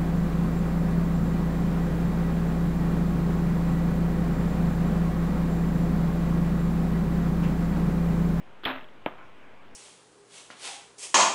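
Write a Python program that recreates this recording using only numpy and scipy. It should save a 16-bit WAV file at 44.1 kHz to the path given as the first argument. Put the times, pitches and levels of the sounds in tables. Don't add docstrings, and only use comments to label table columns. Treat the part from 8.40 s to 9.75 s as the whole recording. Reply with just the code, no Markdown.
import sys
import numpy as np
from scipy import signal
from scipy.fft import rfft, irfft, next_fast_len
from scipy.io import wavfile
from scipy.ndimage import uniform_filter1d

SR = 44100
rng = np.random.default_rng(int(sys.argv[2]) if len(sys.argv) > 2 else 0)


def gain_from_db(level_db):
    decades = np.asarray(level_db, float) / 20
    return 10 ** decades


def transcribe(signal):
    frames = np.atleast_2d(signal).T
    limited = np.clip(frames, -1, 1)
    pcm = np.round(limited * 32767).astype(np.int16)
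    wavfile.write(sys.argv[1], SR, pcm)


N = 59535
T = np.arange(N) / SR
SLAP_S, THUD_S = .2552, .6625

# [f/Hz, level/dB, t60/s, swell/s]
BOW_RINGS = [(140, -46, .5, .01), (335, -42, .2, .01), (590, -44, .3, .06), (900, -35, .2, .01),
             (1044, -39, .27, .01), (1160, -34, .17, .012), (1405, -43, .4, .01), (1500, -40, .12, .008),
             (1676, -38, .3, .02), (2080, -42, .12, .005), (2585, -41, .2, .02), (2790, -46, .13, .015),
             (2970, -46, .13, .01)]
# [f/Hz, level/dB]
CLATTER_COLOUR = [(100, -30), (250, -9), (450, -7), (1150, -1.5), (1600, -4), (2600, -8), (3600, -11.5),
                  (6000, -31.5)]
# [t/s, level/dB, f/Hz]
LOOSE_TICKS = [
    (.385, -32.5, 1890),
    (0.412, -40.5, 2690),
    (0.4438, -41, 3240),
    (0.4873, -46, 3200),
]
# [f/Hz, width/Hz, level/dB]
JAW_BODY = [(390, 90, -5), (1400, 500, 0), (2800, 1600, 0)]
# [t/s, level/dB, f/Hz, t60/s]
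JAW_KNOCKS = [
    (.2349, -33, 1400, .015),
    (.2352, -40, 390, .04),
    (.2395, -33, 3300, .015),
]
# [f/Hz, level/dB, t60/s]
TARGET_RINGS = [(930, -28, .03), (1650, -33, .04), (2200, -38, .03), (3100, -38, .025)]
# [f/Hz, level/dB]
PUFF_COLOUR = [(100, -14), (400, 4), (900, 3.5), (1500, -1), (2300, -7.5), (3500, -11), (4300, -28),
               (6000, -35)]
# [f/Hz, level/dB]
SLOPE_COLOUR = [(200, -30), (750, -14), (1000, -2), (1400, -2), (1800, -6), (2400, 1), (2900, -18),
                (6000, -40)]
# [f/Hz, level/dB]
AIR_COLOUR = [(25, -31), (70, -4.5), (200, -1), (1000, -5.5), (3000, -13.5), (4500, -28), (9000, -36.5),
              (13000, -58)]
# [f/Hz, level/dB]
MIC_RESPONSE = [(40, -26), (160, 0.5), (3400, -1.5), (4000, -4.5), (4600, -14.5), (5300, -18),
                (5900, -36.5), (9000, -76)]
# [f/Hz, level/dB]
MIRROR_COLOUR = [(8000, -55), (10000, -10), (11000, -15), (12000, -19.5), (12800, -24.5), (14000, -37),
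                 (14350, -31), (14600, -83)]
# [t/s, size, settle/s, swing f/Hz]
OFFSET_JOLTS = [
    (.2555, .0165, .105, 2.9),
    (.6625, .0095, .032, 2.2),
]


def coloured(x, points):
    f, db = np.transpose(points)
    size = next_fast_len(2 * N)
    hz = np.fft.rfftfreq(size, 1 / SR)
    gain = gain_from_db(np.interp(np.log(hz + 1), np.log(f + 1), db))
    return irfft(rfft(x, size) * gain, size)[:N]


def evened(x):
    return x / np.sqrt(np.mean(x ** 2) + 1e-20)


def slow_noise(smooth):
    return evened(uniform_filter1d(rng.standard_normal(N), size=smooth))


def fade(start, t60):
    return gain_from_db(-60 * np.maximum(T - start, 0) / t60)


def shape(start, rise, hold, t60):
    t = T - start
    return np.clip(t / rise, 0, 1) * gain_from_db(-60 * np.maximum(t - rise - hold, 0) / t60)


def ring(start, db, hz, t60, rise, waver=0.):
    drift = waver * evened(uniform_filter1d(rng.standard_normal((2, N)), size=500))
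    turns = hz * (T - start) + np.cumsum(hz * drift[0]) / SR
    return gain_from_db(db + 120 * drift[1]) * shape(start, rise, 0, t60) * np.sin(2 * np.pi * turns)


def knocks():
    per_s, spread_db = 5000, 2.2
    size = gain_from_db(spread_db * np.minimum(rng.exponential(1, N), 4))
    clicks = size * rng.standard_normal(N) * (rng.random(N) < per_s / SR)
    return clicks + .25 * rng.standard_normal(N)


def string():
    whip_s, rise_s, from_hz, to_hz = .2535, .005, 2000, 3450
    speed = np.clip((T - whip_s) / rise_s + 1, 0, 1)
    turns = np.cumsum(from_hz + (to_hz - from_hz) * speed) / SR
    flutter = 1 + .3 * slow_noise(30)
    loudness = gain_from_db(-17) * speed ** 3 * (T < SLAP_S + .001) * fade(whip_s, t60=.02)
    whip = loudness * flutter * np.sin(2 * np.pi * turns)
    snap = gain_from_db(-17) * shape(SLAP_S, .0003, 0, t60=.014) * rng.standard_normal(N)
    rebound = ring(.2568, db=-21, hz=3100, t60=.018, rise=.00068, waver=.03)
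    slap = ring(SLAP_S, db=-13, hz=1900, t60=.003, rise=.00031)
    push = ring(SLAP_S, db=-29.5, hz=191, t60=.032, rise=.00067)
    return whip + snap + rebound - slap + push


def bow():
    rise_s, hold_s = .0073, .021
    rattle = evened(coloured(knocks(), CLATTER_COLOUR))
    clatter = gain_from_db(-28.5) * rattle * shape(SLAP_S, rise_s, hold_s, t60=.39)
    high_pass = signal.butter(2, 2200, "high", fs=SR, output="sos")
    bright = evened(signal.sosfilt(high_pass, knocks()))
    fizz = gain_from_db(-33) * bright * shape(SLAP_S, rise_s, hold_s, t60=.15)
    rings = sum(ring(SLAP_S, db, hz, t60, swell, waver=.00706) for hz, db, t60, swell in BOW_RINGS)
    ticks = sum(ring(s - .001, db, hz, t60=.0067, rise=.0013) for s, db, hz in LOOSE_TICKS)
    return clatter + fizz + rings + ticks


def twang():
    hum = ring(SLAP_S, db=-36.5, hz=263, t60=.73, rise=.024, waver=.0035)
    hum = hum * fade(.385, t60=.08)
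    sag_s, from_hz, hz_per_s = .39, 650, 600
    t = T - sag_s
    turns = from_hz * t - hz_per_s * t ** 2 / 2
    loudness = gain_from_db(-53) * shape(sag_s, .02, 0, t60=2.5) * (t < .15)
    cable = loudness * gain_from_db(2.3 * slow_noise(900)) * np.sin(2 * np.pi * turns)
    return hum + cable


def release():
    x = knocks()
    body = 0
    for hz, width, db in JAW_BODY:
        resonance = signal.iirpeak(hz, hz / width, SR)
        body = body + gain_from_db(db) * evened(signal.lfilter(*resonance, x))
    chatter = gain_from_db(-38) * evened(body) * shape(.2348, .0013, hold=.007, t60=.07)
    return chatter + sum(ring(s, db, hz, t60, rise=.00073) for s, db, hz, t60 in JAW_KNOCKS)


def arrow():
    tip = ring(.6611, db=-14, hz=2450, t60=.003, rise=.00031)
    thud = ring(THUD_S, db=-10, hz=587, t60=.0056, rise=.00074)
    boom = ring(THUD_S, db=-25, hz=311, t60=.04, rise=.00028)
    body = sum(ring(THUD_S + .00094, db, hz, t60, rise=.001) for hz, db, t60 in TARGET_RINGS)
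    puff = gain_from_db(-36) * shape(THUD_S, .0024, 0, t60=.06)
    yard = gain_from_db(-40) * shape(THUD_S, .013, 0, t60=.45)
    scatter = (puff + yard) * evened(coloured(knocks(), PUFF_COLOUR))
    return tip - thud - boom + body + scatter


def slope(x):
    delay_s = .527
    near = shape(delay_s, .002, 0, t60=.03) * rng.standard_normal(N)
    trees = rng.standard_normal(N) * (rng.random(N) < .02)
    far = shape(delay_s, .21, 0, t60=1.4) * trees
    taps = gain_from_db(-18) * near / np.linalg.norm(near) + gain_from_db(-20) * far / np.linalg.norm(far)
    return coloured(signal.fftconvolve(x, taps)[:N], SLOPE_COLOUR)


def air():
    frames = N // 256 + 5
    a, b, patches = rng.standard_normal((frames, 513, 3)).T
    for axis in (0, 1):
        patches = uniform_filter1d(patches, size=10, axis=axis)
    spectrum = (a + 1j * b) * gain_from_db(1.2 * evened(patches))
    x = signal.istft(spectrum, nperseg=1024, noverlap=768)[1][:N]
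    edge_hz = 13500
    wash = coloured(x, AIR_COLOUR + [(edge_hz, -44), (edge_hz + 300, -90)])
    whine = gain_from_db(-92) * np.sin(2 * np.pi * 6680 * T)
    return gain_from_db(-54) * evened(wash) + whine


def capsule(x):
    click = coloured(np.eye(1, N, 1024)[0], np.multiply(MIC_RESPONSE, [1, 2]))[:2049]
    return signal.oaconvolve(x, signal.minimum_phase(click, method="homomorphic"))[:N]


def scene():
    shot = string() + bow() + twang() + release()
    return (capsule(shot + arrow() + slope(shot)) + air())[None]


def top_cut(x):
    return signal.sosfilt(signal.butter(12, 14750, fs=SR, output="sos"), x)


def record(dry):
    x = dry[0]
    clock_hz, gate_hz, gate_db = 16000, 13500, -46.5
    mirror = 2 * x * np.cos(2 * np.pi * clock_hz * T)
    mirror = coloured(mirror, [(1, -120)] + MIRROR_COLOUR)
    top = coloured(mirror, [(gate_hz - 100, -120), (gate_hz + 100, 0)])
    quiet = uniform_filter1d(x ** 2, size=1024) < gain_from_db(gate_db) ** 2
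    mirror = mirror - top * uniform_filter1d(quiet * 1., size=512)
    offset = -.0056
    for s, size, settle, hz in OFFSET_JOLTS:
        swing = np.cos(2 * np.pi * hz * (T - s))
        offset = offset + size * shape(s, .004, 0, t60=settle * np.log(1000)) * swing
    return top_cut((x + mirror + offset)[None])


dry = scene()
out = record(dry)
transcribe(out)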